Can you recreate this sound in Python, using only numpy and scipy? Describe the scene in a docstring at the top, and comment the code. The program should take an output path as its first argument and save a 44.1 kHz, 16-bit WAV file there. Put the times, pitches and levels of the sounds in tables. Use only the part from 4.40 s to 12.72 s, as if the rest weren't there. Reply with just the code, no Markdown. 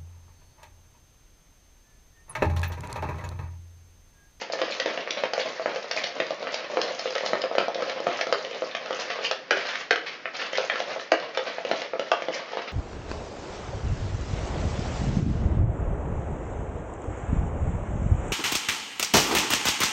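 """A wire whisk beats thick batter in a plastic bowl on a kitchen counter, about three turns a second.
The wires knock on the damped wall and drag over it in small slips; the batter tears and squelches
as tiny air pockets snap open. Now and then the whisk strikes the bare plastic above the batter,
hard and ringing. Counter, jars and wall throw the sound back at once, and the kitchen rings briefly
over a soft room tone."""
import sys
import numpy as np
from scipy import signal
from scipy.io import wavfile

SR = 44100
rng = np.random.default_rng(int(sys.argv[2]) if len(sys.argv) > 2 else 0)


def materialize(psi):
    """Save the field psi as 16-bit PCM at rate SR to the path in sys.argv[1].

    A 1-D psi becomes a single channel; in a 2-D psi each row is a channel.
    """
    bounded = np.clip(np.atleast_2d(psi).T, -1, 1)
    quanta = np.round(bounded * 32767).astype(np.int16)
    wavfile.write(sys.argv[1], SR, quanta)


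N = 366912

# Wires knocking on the bowl, in four layers: thud of the base, hollow wall note, clack, wire tick.
# time_s, thud_db, note_db, clack_db, tick_db, note_hz, clack_hz, tick_hz
KNOCK_CUES = [(0.1002, -42.5, -28.5, -38, -51, 627, 1710.0, 3600.0),
              (0.1353, -33, -23.5, -31, -48, 520, 1550, 3900.0),
              (0.1902, -47, -31, -32.5, -49, 560, 1600, 3570),
              (0.2168, -27, -21, -27, -30, 570.0, 1840, 3590),
              (0.3994, -43, -25.5, -24.5, -26, 536, 1620, 3500.0),
              (0.4599, -25, -21.5, -28.5, -32.5, 520.0, 1710, 3590),
              (0.5754, -34.5, -27, -29.5, -37.5, 620, 1760, 3080),
              (0.6752, -37, -30, -30.5, -57, 524, 1140, 3280),
              (0.7065, -37, -59, -32, -24, 610.0, 2500, 3650),
              (0.8369, -28, -18, -25.5, -34, 570.0, 1290, 3170),
              (0.935, -37, -22.5, -28, -29.5, 554, 1630, 5100.0),
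              (0.9795, -35, -19.5, -33, -42, 510.0, 1620, 3820),
              (1.197, -36, -25, -37, -51, 670.0, 1134, 3580),
              (1.2594, -26.5, -20, -25.5, -44, 590, 1462, 3390),
              (1.3599, -42, -26.5, -34, -36, 540.0, 1460.0, 3060),
              (1.5121, -52, -28, -28, -26.5, 683, 1750, 3830),
              (1.5645, -38, -26.5, -36, -33, 640, 1500, 3900.0),
              (1.6399, -40, -32, -30, -28, 580.0, 2230, 3400),
              (1.67, -58, -33, -42, -36, 700.0, 2000.0, 3600.0),
              (1.8019, -27.5, -20, -23, -32, 570.0, 1830, 3220),
              (1.866, -48, -50, -46, -38.5, 557, 1660, 3630), (1.9071, -33, -22, -43, -36, 577, 1220, 3490),
              (2.0278, -35.5, -29, -37, -41.5, 510.0, 1290.0, 3600.0),
              (2.071, -36, -37, -28.5, -63, 544, 1290, 3100.0),
              (2.1425, -51.5, -28, -37, -28, 545, 2150, 4050),
              (2.3002, -44, -30.5, -46, -49, 550.0, 1490, 4100.0),
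              (2.3716, -24.5, -18.5, -26.5, -43, 521, 1570, 3960),
              (2.4144, -42, -31, -28.5, -25.5, 513, 1540, 4390),
              (2.4826, -44, -29, -36, -43, 510, 1550, 3800),
              (2.5938, -61, -29.5, -36, -31, 654, 2160, 4530),
              (2.6575, -30.5, -22.5, -40, -41.5, 493, 1470, 3700.0),
              (2.706, -55.5, -30, -45, -35.5, 514, 1730.0, 4240),
              (2.752, -57, -32, -29.5, -31, 520.0, 1990, 3720),
              (2.7613, -50, -24, -32, -45, 514, 2190.0, 3420),
              (2.7802, -57, -49, -33, -33, 640, 1820, 3960),
              (2.8085, -46, -27, -34, -54, 540.0, 1640.0, 3600.0),
              (2.861, -50, -30, -30, -29, 540, 1710, 4200),
              (2.9331, -23.5, -19, -22.5, -38, 600, 1695, 3310),
              (3.0169, -54, -45, -38, -29.5, 630.0, 1825, 4230),
              (3.0394, -31, -21.5, -30, -45, 576, 1700, 3100.0),
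              (3.114, -32.5, -23.5, -47.5, -52, 580, 1160, 3300.0),
              (3.1525, -59, -21.5, -30, -41, 556, 1530, 3400.0),
              (3.183, -20.5, -16.5, -19.5, -27, 570, 1400, 3580),
              (3.2828, -30, -20, -49, -39, 610.0, 1270, 3230),
              (3.3454, -67, -40.5, -37, -33.5, 499, 1760, 3970),
              (3.3565, -30.5, -26, -44, -57, 546, 1640.0, 3800.0),
              (3.423, -28.5, -22.5, -32.5, -37, 500.0, 1660, 3700.0),
              (3.4966, -43, -30, -31, -32, 533, 1880, 4100.0),
              (3.603, -29.5, -27.5, -47, -40.5, 500.0, 1345, 3660),
              (3.669, -25, -18, -26, -50, 610, 1360.0, 3730),
              (3.791, -45, -32, -28, -54, 600.0, 1310.0, 3270),
              (3.8113, -39, -22, -25, -28, 596, 1920.0, 4100.0),
              (3.8694, -32, -26.5, -34, -36.5, 536, 1450.0, 3770),
              (3.926, -25.5, -17, -22, -26.5, 510.0, 1330, 4100),
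              (4.0482, -57, -32, -35, -36, 580.0, 1950, 3420),
              (4.1118, -46, -30.5, -40, -43, 525, 1980, 3200.0),
              (4.147, -63, -32.5, -47, -40, 544, 1900, 4030),
              (4.2217, -29.5, -23, -34, -45, 500.0, 1290, 3450),
              (4.3501, -41.5, -28, -26, -32.5, 680.0, 1860, 3220),
              (4.46, -48, -32, -35.5, -42, 568, 1440, 3500.0),
              (4.5079, -29, -23, -32, -39, 530.0, 1380, 3300.0),
              (4.5286, -50, -32, -33.5, -37, 540.0, 1310, 3630),
              (4.703, -42.5, -28, -31.5, -38, 748, 1990.0, 3400.0),
              (4.789, -47, -27, -41.5, -61, 450, 1310, 3400.0),
              (4.8454, -40, -37, -33, -32, 630.0, 2130, 3920),
              (4.9125, -59, -22, -26, -25.5, 525, 1470, 3860),
              (5.1192, -24, -32, -32, -36, 450.8, 1510, 3200),
              (5.171, -31.5, -25, -32, -38, 578, 1810, 3600), (5.253, -43, -32, -40, -42, 540, 1600, 3400),
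              (5.289, -45, -39, -32, -36, 564, 1890, 3500.0), (5.3544, -53, -42, -26, -36, 590, 1960, 3800),
              (5.5586, -46, -35, -24, -34.5, 495, 1240, 3600.0),
              (5.8565, -42, -31.5, -25, -68, 686, 1800, 3105),
              (6.1325, -33.5, -28, -30, -37, 540.0, 1765, 3200.0),
              (6.153, -36.5, -40, -28.5, -36, 560, 1900, 3400),
              (6.1735, -40, -40, -31, -28, 540.0, 1340, 4000.0),
              (6.1834, -37.5, -18, -27.5, -35, 517, 1390, 3300.0),
              (6.2413, -48, -27.5, -41, -49, 500, 1600, 3600),
              (6.2989, -43, -27.5, -20, -35, 816, 1900, 3300.0),
              (6.3573, -43, -33, -25, -39, 700, 1760.0, 3600.0),
              (6.4025, -38, -23.5, -31, -32, 640, 2000.0, 3000.0),
              (6.5619, -47, -26.5, -53, -56, 560, 1589, 3400),
              (6.597, -46.5, -35.5, -32.5, -47, 600, 1820, 3280),
              (6.799, -45, -38, -42, -40, 593, 1780.0, 3850),
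              (6.948, -54, -42, -35, -40, 550.0, 2080.0, 3200.0),
              (6.9739, -45, -21, -24.5, -31, 523, 1630, 3600.0),
              (7.083, -39, -36, -43, -43, 520, 1560, 3820), (7.1838, -40, -25.5, -35, -55, 640, 1960, 3440),
              (7.2505, -29, -26.5, -32.5, -39.5, 516, 1720, 3200.0),
              (7.3139, -24, -17.5, -25, -31.5, 613, 1570, 3130),
              (7.4182, -45, -31.5, -33, -34, 580, 2160.0, 3540),
              (7.5352, -32.5, -23, -34.5, -59, 533, 1720, 3500.0),
              (7.5957, -27, -23, -31.5, -33, 540.0, 1390, 3280),
              (7.8218, -34, -28.5, -31.5, -43, 530.0, 1210, 4140),
              (7.8851, -28, -22.5, -32.5, -42, 540.0, 1380, 3500),
              (8.1341, -59, -26.5, -44, -61, 530.0, 1440, 3500.0),
              (8.1718, -30.5, -22.5, -35, -42, 506, 1540, 3260)]
# Borders of the thud, note, clack and tick bands: edge_hz
KNOCK_EDGES_HZ = [150, 430, 1000, 2600, 7500]
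# Modes of the bowl, damped by batter and hand: pitch_hz, level_db, t60_s
BOWL_MODES = [(230, -21.5, 0.065), (322.6, -5.5, 0.063), (388.2, -3.5, 0.22), (471, 4, 0.021),
              (518, 0, 0.033), (661, 4, 0.057), (730, -19, 0.0051), (846, 0.5, 0.018), (1274, 5, 0.037),
              (1426, -0.5, 0.032), (1720, 4, 0.022), (1790, -1.5, 0.022), (1930, 2, 0.025),
              (2560, -12, 0.032), (3044, 1.5, 0.041), (3680, -18, 0.0019), (3830, -8, 0.015),
              (4800, -16.5, 0.0038)]
# Hard strikes on the bare wall: time_s, tick_db, chatter_db, the spot's resonances (pitch_hz, level_db)
STRIKE_CUES = [(5.1079, -26, -23, [(560, -21), (790, -23.5), (1464, -19.5), (1600, -18.5), (1880, -23),
               (2412, -21.5), (2950, -26)]), (5.1183, -43, -23, [(1520, -27.5), (2040, -30), (2950, -32)]),
               (5.508, -24.5, -19, [(345, -29.5), (470, -19), (689, -20), (1464, -28), (1583, -17.5),
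               (1730, -18), (1990, -19.5), (2455, -24.5), (3047, -26)]), (6.718, -27, -30, [(328, -23),
               (571, -21.5), (660, -13), (1034, -23), (1200, -20.5), (1626, -19.5), (1884, -22),
               (2202, -24.5), (2820, -23.5)]), (7.716, -31, -23, [(694, -15.5), (860, -18), (1195, -16.5),
               (1440, -20.5), (2304, -33.5), (2767, -25.5), (3165, -27)])]
# Sweeps of the whisk round the bowl: start_s, length_s, rub_db, scrape_db, tear_db
SWEEP_CUES = [(-.07, 0.053, -18, -20, -25), (0.151, 0.92, -34, -37, -43), (0.425, 0.22, -33, -37, -54.5),
              (0.728, 0.14, -34, -35.5, -45.5), (0.947, 0.22, -33.5, -38.5, -38),
              (1.195, 0.3, -34.5, -41, -43.5), (1.501, 0.2, -38, -43, -39.5),
              (1.727, 0.66, -35.5, -42, -46), (2.05, 0.2, -35.5, -37.5, -49), (2.279, 0.24, -32, -42, -39),
              (2.573, 0.21, -37, -38.5, -37), (2.807, 0.23, -31, -40, -42),
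              (3.109, 0.13, -32.5, -36, -41.5), (3.356, 0.33, -32.5, -38.5, -44.5),
              (3.654, 0.16, -34, -42, -38), (3.865, 0.18, -35, -54, -43), (4.084, 0.28, -37.5, -44, -42),
              (4.393, 0.18, -40.5, -44.5, -50), (4.533, 0.14, -34.5, -38.5, -41),
              (4.682, 0.17, -35.5, -35, -44), (5.15, 0.29, -41, -34.5, -39.5), (5.651, 0.1, -51, -32, -44),
              (5.93, 0.14, -37.5, -32.5, -43.5), (6.112, 0.18, -39, -39, -39.5),
              (6.304, 0.35, -33.5, -38, -40.5), (6.763, 0.11, -36, -39.5, -59),
              (6.945, 0.24, -37, -39.5, -45.5), (7.245, 0.26, -35.5, -46, -41.5),
              (7.496, 0.55, -39, -48, -47), (7.904, 0.14, -35, -40.5, -53), (8.047, 0.23, -39.5, -39, -50)]
# Wet swipes of the wires through the batter: peak_s, level_db, half_length_s
SWIPE_CUES = [(0.129, -30, 0.015), (0.321, -33.5, 0.026), (0.766, -34, 0.0047), (1.572, -27.5, 0.026),
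              (1.639, -26, 0.0085), (2.134, -33, 0.028), (2.553, -32, 0.0072), (2.867, -30, 0.028),
              (3.456, -38, 0.011), (4.611, -33.5, 0.031), (4.853, -24, 0.024), (5.97, -36, 0.014),
              (6.064, -34, 0.012), (7.076, -42, 0.026), (7.36, -34, 0.024), (7.945, -31, 0.029)]
# The whisk lifted clear of the batter: up_s, down_s
LIFT_CUES = [(4.96, 5.09), (5.42, 5.51), (5.745, 5.93), (6.63, 6.71), (7.47, 7.6)]
# Hollow rub of the bowl's wall: frequency_hz, gain_db
RUB_EQ = [(40, -57.5), (80, -21.5), (140, -12.5), (250, -5.5), (400, -8), (490, 3.5), (580, 5.5),
          (690, 1.5), (800, -4.5), (1100, -4), (1800, -37), (5000, -57.5)]
# Gritty scrape of the wires: frequency_hz, gain_db
SCRAPE_EQ = [(300, -51.5), (700, -10), (1100, 0), (1500, -1), (2000, -2.5), (2700, -4), (3600, -7.5),
             (7000, -21.5)]
# Squelch of tearing batter: frequency_hz, gain_db
SQUELCH_EQ = [(500, -15), (1800, 3), (3000, -4), (4000, -1.5), (5200, -7), (6300, -1.5), (7500, -3.5)]
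# Bright swish of a wet swipe: frequency_hz, gain_db
SWIPE_EQ = [(500, -16), (1800, -1.5), (3000, 2), (4500, -1), (6300, -0.5), (7500, 1.5)]
# Early reflections off counter, jars and walls: delay_s, signed_gain
REFLECTIONS = [(.0016, 0.034), (.0068, -0.19), (.0098, 0.16), (.014, -0.11), (0.0164, -0.21),
               (0.0195, 0.34), (0.021, -0.63), (.029, 0.34)]
# Tone of those reflections, their treble scattered by clutter: frequency_hz, gain_db
REFLECTION_EQ = [(100, -3.5), (700, -3), (1500, -5.5), (3000, -14.5), (7500, -12.5)]
# Standing waves between counter, wall and cupboard: pitch_hz, level_db, t60_s
NOOK_MODES = [(147.6, 14.5, 0.16), (198, -10.5, 0.052), (321.6, 1, 0.2), (438, -7.5, 0.04),
              (572, -17, 0.47), (567, -16.5, 0.36), (625, -16, 0.54), (697, -4.5, 0.2)]
# Reverb time of the kitchen: frequency_hz, t60_s
TAIL_DECAY = [(60, 0.49), (200, 0.3), (550, 0.41), (1500, 0.36), (3700, 0.27), (7500, 0.25)]
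# Tone of the tail; the bowl's hollow note stays mostly near the counter: frequency_hz, gain_db
TAIL_EQ = [(150, 0.5), (400, 2.5), (550, -3.5), (800, -2.5), (1500, 1), (3500, 3), (7500, -0.5)]
# Tone of the still room: frequency_hz, gain_db
ROOM_TONE_EQ = [(25, -44.5), (60, -23.5), (150, -3.5), (500, -6.5), (2000, -10.5), (7000, -26)]
# Response of the small microphone: frequency_hz, gain_db
MIC_EQ = [(30, -35), (90, -15), (160, -12.5), (500, -1.5), (1000, -5.5), (2000, -0.5), (3500, -2),
          (5200, 2.5), (6200, -5), (7000, -11.5), (7700, -32.5)]
# Between sweeps the whisk still trails in the batter: rub_db, scrape_db, tear_db
TRAILING_LEVELS_DB = (-46.5, -50.5, -61)

RUB, SCRAPE, TEAR = range(3)  # the three stirring layers
BAND_LIMIT_HZ = 7850
ATTACK_SAMPLES = 350  # a hit's level is set over this opening stretch


def knocks(rattle_db=-23, rattle_per_s=450, rattle_s=0.005, push_s=0.0081, lead_s=0.00032):
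    """A wire snaps on the bowl and rings it briefly; the other wires land just after it."""
    t, out = np.arange(2600) / SR, np.zeros(N)
    bands = [signal.butter(3, edges, "band", fs=SR, output="sos")
             for edges in zip(KNOCK_EDGES_HZ, KNOCK_EDGES_HZ[1:])]
    push = t / push_s * (2 - t / push_s) * np.exp(-t / push_s)  # the blow presses the bowl on the counter
    for time_s, thud_db, note_db, clack_db, tick_db, note_hz, clack_hz, tick_hz in KNOCK_CUES:
        ring = bowl_ring(t)
        glancing = np.clip(0.5 + (tick_db - note_db + 5.5) / 23, 0, 1)  # bright knocks are glancing
        wires = amp(rattle_db) * rng.standard_normal(len(t)) * np.exp(-t / rattle_s)
        wires *= sparse(rattle_per_s, len(t))
        wires[0] = 1
        blow = signal.fftconvolve(ring + crack(glancing, t), wires)[:len(t)]
        # the spot that is hit favours three pitches
        for hz, q, boost_db in ((note_hz, 4, 6), (clack_hz, 3.9, 3), (tick_hz, 2.4, 3)):
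            blow = blow + amp(boost_db) * signal.lfilter(*signal.iirpeak(hz, q, fs=SR), blow)
        push_db = min(thud_db, -25.5) - 11  # the hand holding the bowl limits the push
        add(out, time_s - lead_s, amp(push_db) * push + amp(tick_db) * wire_ping(tick_hz, t))
        for band, width_hz, db in zip(bands, np.diff(KNOCK_EDGES_HZ), (thud_db, note_db, clack_db, tick_db)):
            # narrow bands swell slowly and start sooner, so all four land as one hit
            layer = unit_attack(signal.sosfilt(band, blow))
            add(out, time_s - lead_s - 0.5 / width_hz, amp(db) * layer)
    return out


def bowl_ring(t, scatter_db=2, detune=0.033):
    """The body of a knock: moving batter shifts each mode's level and pitch from blow to blow."""
    hz, db, t60_s = np.transpose(BOWL_MODES)
    damping, load = rng.standard_normal((2, len(BOWL_MODES)))
    modes = amp(-60 * t / t60_s[:, None]) * np.cos(2 * np.pi * np.outer(hz * (1 + detune * load), t))
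    return amp(db - 3 + scatter_db * damping) @ modes


def crack(glancing, t, decay_s=0.0015, zip_s=0.0038, low_cut_hz=300):
    """Steel meets plastic: one snap when square on, a short zip of the wire when glancing."""
    zipping = np.sin(np.pi * np.minimum(t / zip_s, 1)) ** 0.5
    touch = rng.standard_normal(len(t)) * ((1 - glancing) * np.exp(-t / decay_s) + glancing * zipping)
    touch[0] = amp(15) * (1 - glancing)  # the snap
    return amp(21) * signal.lfilter([1, -1], [1, -np.exp(-2 * np.pi * low_cut_hz / SR)], touch)


def wire_ping(tick_hz, t, level_db=-14, t60_s=0.03, spread_octaves=0.3):
    """Four steel wires of slightly different length ring faintly round the pitch of the tick."""
    hz = np.minimum(tick_hz * 2 ** (spread_octaves * rng.standard_normal(4)), BAND_LIMIT_HZ)
    return amp(level_db - 60 * t / t60_s) * unit_rms(np.sin(2 * np.pi * np.outer(hz, t)).sum(0))


def wall_note(ring_db=-12, t60_s=0.24):
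    """A knock high on the wall, with little thud, lets the hollow note ring on."""
    t, out = np.arange(11000) / SR, np.zeros(N)
    for time_s, thud_db, note_db, _, _, note_hz, *_ in KNOCK_CUES:
        freedom = np.clip((note_db - thud_db - 15) / 10, 0, 1)
        envelope = freedom * amp(note_db + ring_db - 60 * t / t60_s)
        add(out, time_s, envelope * np.sin(2 * np.pi * note_hz * t))
    return out


def strikes(tick_s=0.0027, sing_db=-13.5, sing_t60_s=0.096, chatter_per_s=900, chatter_s=0.0064):
    """Steel on bare plastic: a tick, a few clear resonances that sing on, and chattering wires."""
    t, out = np.arange(9000) / SR, np.zeros(N)
    treble = signal.butter(2, [3200, KNOCK_EDGES_HZ[-1]], "band", fs=SR, output="sos")
    for time_s, tick_db, chatter_db, resonances in STRIKE_CUES:
        tick = signal.sosfilt(treble, rng.standard_normal(len(t)) * np.exp(-t / tick_s))
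        hit = amp(tick_db) * unit_attack(tick)
        for hz, db in resonances:
            tone = np.sin(2 * np.pi * hz * t)
            swell_s = 0.0019 * (600 / hz) ** 0.47  # high resonances swell and die sooner
            ring = unit_attack(t * np.exp(-t / swell_s) * tone)
            sing = amp(sing_db - 60 * t / sing_t60_s) * tone
            hit += amp(db) * (ring + sing)
        wires = amp(chatter_db) * rng.choice([-1, 1], len(t)) * np.exp(-t / chatter_s)
        wires *= sparse(chatter_per_s, len(t))
        wires[0] = 1
        add(out, time_s, signal.fftconvolve(hit, wires))
    low_cut = signal.butter(5, 275, "high", fs=SR, output="sos")  # the strikes carry little bass
    return signal.sosfilt(low_cut, out)


def dragging(slips_per_s=130, grate_s=0.01, grains_per_s=9000):
    """The wires slip along the wall: every slip pushes the bowl and grates for a moment."""
    slips = clicks(slips_per_s, spread_db=3, cap=2.85)
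    grating = signal.lfilter([1], [1, -np.exp(-1 / (grate_s * SR))], abs(slips))
    grit = unit_rms(grating * clicks(grains_per_s, spread_db=2.8, cap=3.2))
    rub = unit_rms(eq(unit_rms(slips) + amp(-5) * grit, RUB_EQ))
    scrape = unit_rms(eq(amp(-16.5) * unit_rms(slips) + grit, SCRAPE_EQ))
    return amp(-2) * rub * sweep_gain(RUB) + amp(-1) * scrape * sweep_gain(SCRAPE)


def batter():
    """Tearing batter squelches with pops over a fine wet fizz; swipes are brighter and fizzier."""
    pops = air_pockets()
    squelch = unit_rms(eq(pops + amp(-6) * rng.standard_normal(N), SQUELCH_EQ))
    swish = unit_rms(eq(pops + rng.standard_normal(N), SWIPE_EQ))
    swipe_gain = np.zeros(N)
    for peak_s, db, half_s in SWIPE_CUES:
        add(swipe_gain, peak_s - half_s, amp(db) * np.hanning(round(2 * half_s * SR)))
    return amp(-1) * (squelch * sweep_gain(TEAR) + swish * swipe_gain)


def air_pockets(pops_per_s=300, decay_cycles=3, glide=0.28, size=400):
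    """Tiny air pockets snap open, each a blip of a few cycles that rises in pitch."""
    t = np.arange(size) / SR
    snaps = clicks(pops_per_s, spread_db=5.5, cap=2.8)
    pocket_hz = rng.uniform(1420, 7500, N)
    out = np.zeros(N)
    for at in np.flatnonzero(snaps):
        cycles = pocket_hz[at] * t
        rise = 1 + glide * np.tanh(cycles / decay_cycles / 2)
        pop = np.exp(-cycles / decay_cycles) * np.sin(2 * np.pi * cycles * rise)
        add(out, at / SR, snaps[at] * np.sqrt(pocket_hz[at]) * pop)
    return unit_rms(out)


def sweep_gain(layer, bite_s=0.017, sag_db_per_s=14, release_s=0.051):
    """Envelope of a stirring layer: each sweep bites, loses force as the wires come round, and lets go."""
    t, gain = np.arange(N) / SR, np.full(N, amp(TRAILING_LEVELS_DB[layer]))
    for start_s, length_s, *levels_db in SWEEP_CUES:
        corners_s = start_s + np.array([0, min(bite_s, length_s), length_s, length_s + release_s])
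        swell = np.interp(t, corners_s, [0, 1, amp(-sag_db_per_s * length_s), 0])
        gain = np.maximum(gain, amp(levels_db[layer]) * swell)
    return gain


def contact_gain(flight_s=0.011, flight_db=-8, hard_db=-22, lift_db=-12, ease_s=0.02):
    """The stirring ducks while the whisk is lifted, and for a moment as it flies towards a hard hit."""
    t, flying = np.arange(N) / SR, np.zeros(N)
    hard_knocks = [s for s, _, note_db, clack_db, *_ in KNOCK_CUES if max(note_db, clack_db) > hard_db]
    for time_s in hard_knocks + [cue[0] for cue in STRIKE_CUES]:
        add(flying, time_s - flight_s, np.hanning(round(0.87 * flight_s * SR)))
    lifted = sum(np.clip(np.minimum(t - up, down - t) / ease_s + 0.5, 0, 1) for up, down in LIFT_CUES)
    return amp(flight_db * flying + lift_db * lifted)


def lump_gain(depth_db=2, lumps_per_s=45):
    """The batter is lumpy: the wires catch and come free many times in each sweep."""
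    place = np.arange(N) * lumps_per_s / SR
    drag = np.clip(rng.standard_normal(N), -2, 2)
    return unit_rms(amp(depth_db * np.interp(place, np.arange(N), drag)))


def kitchen(sound, send, sway_hz=6):
    """Direct sound, early reflections and standing waves, plus a diffuse tail fed by the send."""
    t = np.arange(SR // 2) / SR
    near = np.zeros(len(t))
    for delay_s, gain in REFLECTIONS:
        add(near, delay_s, [gain])
    near = eq(near, REFLECTION_EQ)
    add(near, 0.00042, [0.9])  # the direct sound
    for hz, db, t60_s in NOOK_MODES:
        peak_scale = 2 * np.log(1000) / (t60_s * SR)  # makes the gain at resonance independent of decay
        near += amp(db - 3 - 60 * t / t60_s) * np.cos(2 * np.pi * hz * t) * peak_scale
    # four tails take turns, so no fixed pitch rings on in them
    sway = 2 * np.pi * sway_hz * np.arange(N) / SR
    shares = [wave(k * sway) / np.sqrt(2) for k in (1, 2) for wave in (np.sin, np.cos)]
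    return signal.oaconvolve(sound, near)[:N] + sum(diffuse_tail(send * share) for share in shares)


def diffuse_tail(send, build_s=0.0016, reflections_per_s=4000, size=32768):
    """A wash of sparse reflections, each band dying at its own speed."""
    t = np.arange(size) / SR
    taps = rng.choice([-1., 1.], size) * sparse(reflections_per_s, size)
    taps *= 1 - np.exp(-(t / build_s) ** 2)
    hz, age_s, spectrum = signal.stft(taps, SR, nperseg=512)
    gain_db = curve(TAIL_EQ, hz)[:, None] - 60 * age_s / curve(TAIL_DECAY, hz)[:, None]
    tail = signal.istft(spectrum * amp(gain_db), SR)[1]
    return signal.oaconvolve(send, tail / np.linalg.norm(tail))[:N]


def room_tone(level_db=-43):
    """The still kitchen: a soft, steady bed of dark noise."""
    return amp(level_db) * unit_rms(eq(rng.standard_normal(N), ROOM_TONE_EQ))


def clicks(per_s, spread_db, cap):
    """Random clicks of either sign: many small, a few up to cap * spread_db louder."""
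    chance, size, sign = rng.random((3, N))
    level_db = spread_db * np.minimum(-np.log(1 - size), cap)
    return (chance < per_s / SR) * np.sign(sign - 0.5) * amp(level_db)


def sparse(per_s, size):
    """A gate that opens on random single samples."""
    return rng.random(size) < per_s / SR


def eq(x, points, size=4096):
    """Minimum-phase EQ, so clicks keep their sharp fronts."""
    log_gain = np.log(amp(curve(points, abs(np.fft.fftfreq(size, 1 / SR)))))
    taps = np.fft.ifft(np.exp(np.conj(signal.hilbert(log_gain)))).real
    return signal.oaconvolve(x, taps[:size // 2])[:len(x)]


def curve(points, hz):
    """Reads (frequency_hz, value) points on a log-frequency axis."""
    points_hz, values = np.transpose(points)
    return np.interp(np.log(hz + 1), np.log(points_hz + 1), values)


def add(mix, time_s, sound):
    """Drops a sound into the mix at a time."""
    part = mix[max(round(time_s * SR), 0):][:len(sound)]
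    part += sound[:len(part)]


def amp(db):
    """Decibels to gain."""
    return 10 ** (np.asarray(db) / 20)


def unit_rms(x):
    """Scales to rms 1."""
    return x / np.sqrt(np.mean(x ** 2) + 1e-20)


def unit_attack(x):
    """Scales a hit so that its attack has unit level."""
    return x / np.std(x[:ATTACK_SAMPLES])


def scene(hit_send_db=-4, stir_send_db=-1):
    """Hits and stirring in the quiet kitchen; the stirring sends more into the tail."""
    bed = room_tone()
    hits = knocks() + wall_note() + strikes()
    stirring = contact_gain() * lump_gain() * (dragging() + batter())
    send = amp(hit_send_db) * hits + amp(stir_send_db) * stirring
    return (kitchen(hits + stirring, send) + bed)[None]


def record(dry):
    """A small mono microphone with thin bass and a steep top cut."""
    low_pass = signal.firwin(301, BAND_LIMIT_HZ, window=("kaiser", 8), fs=SR)
    return signal.oaconvolve(eq(dry[0], MIC_EQ), low_pass, "same")[None]


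dry = scene()
out = record(dry)
materialize(out)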